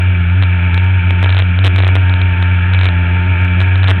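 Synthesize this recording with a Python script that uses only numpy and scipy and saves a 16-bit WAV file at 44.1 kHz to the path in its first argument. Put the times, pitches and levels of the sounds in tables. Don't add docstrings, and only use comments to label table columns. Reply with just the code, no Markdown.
import sys
import numpy as np
from scipy import signal
from scipy.fft import rfft, irfft
from scipy.io import wavfile
from scipy.ndimage import uniform_filter1d

SR = 44100
rng = np.random.default_rng(int(sys.argv[2]) if len(sys.argv) > 2 else 0)


def unload_audio(sound):
    columns = np.transpose(np.atleast_2d(sound))
    steps = np.round(np.clip(columns, -1, 1) * 32767)
    wavfile.write(sys.argv[1], SR, steps.astype(np.int16))


N = 176400
TIME = np.arange(N) / SR


def exhaust(firing_hz):
    # t/s, level/dB
    boom_levels = [(0.0, -11.0), (0.11, -8.5), (0.15, -12.5), (0.21, -10.1), (0.24, -12), (0.4, -7.9),
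                   (0.47, -10), (0.52, -10), (0.61, -12.5), (0.67, -9.5), (0.71, -13.2), (0.74, -10),
                   (0.98, -9), (1.03, -14), (1.06, -9.5), (1.11, -9), (1.18, -11.9), (1.23, -9.0),
                   (1.42, -8.9), (1.46, -13), (1.5, -10), (1.53, -12.0), (1.64, -7.9), (1.68, -8),
                   (1.72, -10.7), (1.8, -8), (1.92, -9.3), (1.98, -8.5), (2.15, -9.5), (2.18, -12.2),
                   (2.23, -9.3), (2.37, -12.5), (2.41, -10), (2.49, -10.5), (2.53, -9), (2.6, -12.0),
                   (2.76, -9), (2.86, -8.5), (2.9, -11), (2.94, -13.5), (2.97, -10.1), (3.05, -12.5),
                   (3.07, -12.5), (3.16, -10.5), (3.19, -12), (3.27, -13), (3.29, -10.1), (3.32, -9),
                   (3.37, -14), (3.41, -10.5), (3.43, -9), (3.48, -13.3), (3.52, -10.5), (3.56, -12),
                   (3.6, -8.2), (3.66, -9.7), (3.92, -8), (3.99, -14.2)]
    # t/s, level/dB
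    octave_levels = [(0.0, -28), (0.03, -29.5), (0.09, -29.5), (0.2, -22.5), (0.34, -25), (0.38, -30.5),
                     (0.63, -23.5), (0.98, -31), (1.05, -23.5), (1.1, -31.5), (1.2, -21.5), (1.24, -38),
                     (1.39, -38.5), (1.47, -24), (1.53, -21.5), (1.66, -35), (1.68, -51), (1.74, -21),
                     (1.79, -49), (1.83, -29), (1.86, -41), (1.92, -31), (1.98, -36.5), (2.08, -29),
                     (2.7, -25.5), (2.86, -35), (2.91, -24), (3.26, -25), (3.3, -30.5), (3.58, -21),
                     (3.61, -29.5), (3.95, -33.5), (3.98, -18), (4.0, -42)]
    # t/s, shared level/dB
    buzz_levels = [(0.0, -30), (0.03, -35), (0.31, -38.5), (0.41, -32.5), (0.44, -36.5), (0.71, -33),
                   (1.02, -41), (1.08, -33), (1.55, -39.5), (1.66, -30), (1.87, -33.5), (1.98, -27.5),
                   (2.0, -32.5), (2.44, -35), (2.46, -33), (2.56, -36.5), (2.64, -34.5), (2.86, -34.5),
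                   (2.91, -32.5), (4.0, -32)]
    # multiple of the firing rate, level added to the buzz/dB
    overtones = [(3, -2), (4, -6.5), (5, -14.5), (6, -20.5), (7, -10.5), (8, -15)]
    angle = 2 * np.pi * np.cumsum(firing_hz) / SR
    out = amp(curve(boom_levels) + 0.25 * wander(31)) * np.cos(angle)
    out += amp(curve(octave_levels) + 0.29 * wander(20)) * np.sin(2 * angle + 0.08 * wander(15))
    for multiple, db in overtones:
        gain = amp(curve(buzz_levels) + db + 1.4 * wander(9))
        out += gain * np.cos(multiple * angle + 0.42 * wander(14))
    return np.sqrt(2) * out


def metal(firing_hz):
    # t/s, low rasp's relative level/dB, high rasp's relative level/dB
    rasp_levels = [(0.0, -31, -28.5), (0.34, -34, -29), (0.63, -28.5, -26), (1.06, -30, -27),
                   (1.26, -26.5, -26.5), (1.46, -31.5, -29.5), (1.65, -31.5, -30.5), (1.82, -33, -26),
                   (2.08, -27, -29), (2.34, -27.5, -26.5), (2.47, -27, -27), (3.0, -27.5, -26.5),
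                   (3.4, -26.5, -24.5), (3.63, -26.5, -26), (4.0, -28.5, -31.5)]
    # t/s, relative level/dB
    whine_levels = [(0.0, -38), (0.18, -45.5), (0.37, -44), (0.68, -38), (0.91, -38.5), (1.0, -41),
                    (1.28, -36.5), (1.41, -42), (1.64, -48.5), (1.86, -38.5), (2.28, -37.5), (2.83, -38.5),
                    (3.03, -36.5), (3.36, -36.5), (3.81, -39.5), (4.0, -40.5)]
    # f/Hz, width/Hz, relative level/dB
    low_parts = [(1410, 64, 3), (1662, 110, 8), (1780, 35, -0.5)]
    high_parts = [(2211, 32, -5), (2325, 70.4, 6.5), (2485, 55, 1), (2638, 38, -7)]
    # f/Hz, relative level/dB
    clatter_spectrum = [(200, -17.5), (350, -12), (650, 0.5), (1100, -6), (1400, 9.5), (2000, -1.5),
                        (2600, 7), (3000, 0), (3400, -2.5), (3800, -17), (4100, -19), (4400, -37),
                        (4700, -76), (5200, -110)]
    whine_hz, whine_width_hz = 897.7, 36
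    smoothing_s, swing_share = 0.026, 0.99
    smooth_hz = uniform_filter1d(firing_hz, int(smoothing_s * SR))
    mean_hz = firing_hz.mean()
    cycles = np.cumsum(mean_hz + swing_share * (smooth_hz - mean_hz)) / SR
    low_rasp = ring(shaking(cycles, grit_share=0.54, depth=0.27, lag_cycles=0.2772), low_parts)
    high_rasp = ring(shaking(cycles, grit_share=0.19, depth=0.55, lag_cycles=0.59), high_parts)
    whine_shake = shaking(cycles, grit_share=0.04, depth=0.3, lag_cycles=0.33)
    whine = ring(whine_shake, [(whine_hz, whine_width_hz, 0)])
    clatter = colour(shaking(cycles, grit_share=1, depth=0.27, lag_cycles=0.8), clatter_spectrum)
    low_db, high_db = curve(rasp_levels), curve(rasp_levels, column=2)
    clatter_db = -28 + 0.26 * (low_db - low_db.mean())
    rasp = amp(low_db - 2) * low_rasp + amp(high_db - 1) * high_rasp
    return rasp + amp(curve(whine_levels) + 3) * whine + amp(clatter_db) * clatter


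def shaking(cycles, grit_share, depth, lag_cycles):
    late = cycles - lag_cycles + 0.004 * wander(12)
    firing_count = np.floor(late)
    knocks = np.diff(firing_count, prepend=firing_count[0]) * amp(2.7 * wander(60))
    surge = np.exp(depth * (np.cos(4 * np.pi * late) + 0.32 * np.cos(2 * np.pi * late)))
    grit = surge * rng.standard_normal(N)
    return np.sqrt(1 - grit_share) * unit(knocks) + np.sqrt(grit_share) * unit(grit)


def ring(shake, parts, top_hz=4200):
    f = np.fft.rfftfreq(N, 1 / SR)
    response = sum(amp(db) / (1 + 1j * (f - hz) / width) ** 2 for hz, width, db in parts)
    return unit(irfft(rfft(shake) * response * (f < top_hz), N))


def crackle(wave, notch_gap_s=0.00036):
    # t/s, relative level/dB of body, edge and spit, notches in a row
    overloads = np.array([(0.4254, -6, -14.5, -41.5, 1), (0.4362, -8, -13.6, -66, 0.93),
                          (0.7448, -17, -15, -34.5, 1), (0.7782, -9, -14, -40, 1.1),
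                          (0.844, -28, -36.5, -41.5, 0.88), (1.1077, -4.5, -15.5, -39, 1.7),
                          (1.2292, -1.5, -21, -32.5, 1.3), (1.2395, -8, -14, -39, 0.86),
                          (1.2449, -6.5, -15, -44, 2), (1.2608, -2.5, -21, -66, 0.78),
                          (1.2935, -8.5, -14, -50, 1), (1.3044, -11.0, -13.2, -64, 1),
                          (1.3263, -9.5, -13.3, -43.5, 0.88), (1.3477, -6.5, -13.5, -40.5, 0.79),
                          (1.369, -7, -12, -65.0, 1.2), (1.3805, -10, -13, -69, 1.6),
                          (1.3907, -8, -12.9, -34, 1), (1.396, -8, -16, -69, 1),
                          (1.4014, -5, -14.5, -57, 1.1), (1.4227, -6.5, -15, -67.5, 1.8),
                          (1.5901, -7.5, -12.5, -52, 1.2), (1.6422, -7, -13.2, -41, 1),
                          (1.647, -6, -15, -31, 4.2), (1.652, -7, -16, -67.5, 2),
                          (1.658, -7, -14.0, -30, 1), (1.663, -8.5, -10, -55, 0.91),
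                          (1.6679, -4, -13.5, -24.5, 0.95), (1.673, -6.5, -13.9, -65.0, 1.3),
                          (1.6784, -6.5, -15.5, -32, 1.2), (1.762, -6, -13.5, -31.5, 0.88),
                          (1.7828, -8, -17, -41, 0.88), (1.7877, -5.5, -14, -38, 1.3),
                          (1.7928, -11, -14.0, -44, 0.82), (1.8038, -4, -20.5, -63, 1),
                          (1.8249, -15.5, -13.6, -70, 0.78), (1.836, -2.5, -24, -65.0, 1.5),
                          (1.8472, -8, -13, -49.5, 1.2), (1.8686, -1.5, -23, -66, 1.3),
                          (1.879, -14, -16.5, -30.5, 0.86), (1.8901, 0, -24, -68, 0.7),
                          (1.9547, -5, -15, -33, 2), (1.9605, -10, -16, -41, 0.83),
                          (1.9658, -2, -24, -67, 1.1), (2.0967, -11.4, -15, -46, 0.88),
                          (2.1398, -9.5, -15, -69, 1), (2.2169, -10, -12.5, -68.5, 1.1),
                          (2.4267, -8, -14.5, -40, 1), (2.737, -9, -12, -40, 0.86),
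                          (2.748, -6.5, -15.2, -70, 1.4), (2.791, -6, -12, -43, 0.77),
                          (2.8131, -5, -11, -41, 0.79), (2.824, -35, -29.5, -50.5, 1),
                          (2.8344, -7.5, -15, -43, 1), (2.8453, -8, -17.5, -38, 1),
                          (2.8562, -7, -10.5, -35, 1), (2.8666, -12, -15, -69, 1.3),
                          (2.8891, -6.5, -12.5, -70, 0.89), (3.4152, -25.5, -32, -45, 1.1),
                          (3.449, -25, -40.5, -38, 0.92), (3.6048, -8, -14, -36, 1.1),
                          (3.6158, -7, -15.5, -39, 1), (3.627, -30.5, -32.5, -39.5, 1.1),
                          (3.7574, -6, -13.5, -65.0, 0.73), (3.7783, -29.5, -30, -43.5, 1),
                          (3.8323, -7, -13, -64, 0.74), (3.8429, -6, -13.8, -44.5, 1),
                          (3.8746, -11, -15.5, -71, 2), (3.8802, -11, -11, -59, 1),
                          (3.8847, -7.5, -13, -34, 1), (3.8898, -1.5, -27, -68, 1),
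                          (3.8957, -3, -18, -45, 1), (3.9007, -6, -18, -31, 1.5),
                          (3.906, -5, -12, -33, 1.7), (3.9116, -5.5, -14.5, -32.5, 1.7),
                          (3.9157, -2.5, -26, -60, 0.89)])
    # f/Hz, relative level/dB
    body = [(60, -15), (300, -1.5), (2000, -0.5), (2700, -10.5), (3300, -15.5), (4300, -63), (4800, -100)]
    edge = [(1500, -33.5), (2500, -10.5), (3000, -2.5), (3700, 0.5), (4000, -3.5), (4300, -18.5),
            (4600, -40.5), (5000, -89.5)]
    spit = [(2500, -31.5), (4300, 0.5), (6000, -4), (8500, -6.5), (11000, -10), (13000, -17.5),
            (15900, -28.5)]
    starts = np.round(overloads[:, 0] * SR).astype(int)
    out = np.zeros(N)
    for column, (spectrum, db) in enumerate([(body, -0.5), (edge, 1), (spit, 8.5)], start=1):
        notch = colour(signal.unit_impulse(N), spectrum)
        pull = -np.sign(wave[starts]) * amp(overloads[:, column] + db)
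        clicks = np.zeros(N)
        for k in range(3):
            clicks[starts + round(k * notch_gap_s * SR)] += pull * np.clip(overloads[:, -1] - k, 0, 1)
        out += irfft(rfft(clicks) * rfft(notch / notch.max()), N)
    return out


def rumble():
    # f/Hz, relative level/dB
    spectrum = [(10, -12.5), (25, 0), (37, -6.5), (52, -0.5), (66, 2), (120, 0), (150, -9), (220, -11.5),
                (400, -15), (1000, -77), (4000, -120)]
    return amp(-30.5 + 1.5 * wander(6)) * colour(rng.standard_normal(N), spectrum)


def amp(db):
    return 10 ** (np.asarray(db) / 20)


def unit(x):
    return x / np.sqrt(np.mean(x ** 2) + 1e-20)


def curve(table, column=1):
    rows = np.array(table)
    return np.interp(TIME, rows[:, 0], rows[:, column])


def colour(x, spectrum):
    hz, db = np.transpose(spectrum)
    f = np.fft.rfftfreq(N, 1 / SR)
    gain = amp(np.interp(np.log(f + 1), np.log(hz), db))
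    return unit(irfft(rfft(x) * gain, N))


def wander(rate_hz):
    f = np.fft.rfftfreq(N, 1 / SR)
    return unit(irfft(rfft(rng.standard_normal(N)) * np.exp(-(f / rate_hz) ** 2), N))


def scene():
    # t/s, f/Hz
    firing_rates = [(0.0, 89.37), (0.1, 92.6), (0.14, 89.75), (0.28, 86.25), (0.41, 95.54), (0.48, 89.2),
                    (0.55, 91.4), (0.6, 86.16), (0.66, 91.75), (0.71, 85.17), (0.78, 91.25), (0.95, 93.3),
                    (1.02, 87.97), (1.1, 91.8), (1.19, 88.6), (1.23, 93.5), (1.32, 92), (1.4, 94.17),
                    (1.52, 87.95), (1.58, 90.83), (1.62, 95.3), (1.66, 95.54), (1.72, 88.4), (1.77, 94.4),
                    (1.92, 91.67), (1.96, 94.25), (2.07, 90.08), (2.11, 93.5), (2.18, 88.7), (2.2, 92.46),
                    (2.29, 90.7), (2.36, 88.06), (2.4, 91.3), (2.48, 88.9), (2.52, 91.86), (2.63, 88.18),
                    (2.71, 92.83), (2.87, 91.42), (2.93, 86.9), (3.01, 89.7), (3.05, 86.65), (3.16, 90.54),
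                    (3.19, 88.63), (3.31, 92.35), (3.37, 86.64), (3.4, 91.2), (3.56, 88.73), (3.62, 94.4),
                    (3.65, 90.95), (3.88, 94.62), (3.96, 92.0), (3.99, 88.7)]
    firing_hz = curve(firing_rates)
    return (exhaust(firing_hz) + metal(firing_hz) + rumble())[None]


def record(dry):
    crackly = dry + crackle(dry[0])
    cutoff_hz = 15900
    treble_cut = signal.firwin(511, cutoff_hz, window=("kaiser", 9), fs=SR)
    return signal.oaconvolve(crackly, treble_cut[None], "same")


dry = scene()
out = record(dry)
unload_audio(out)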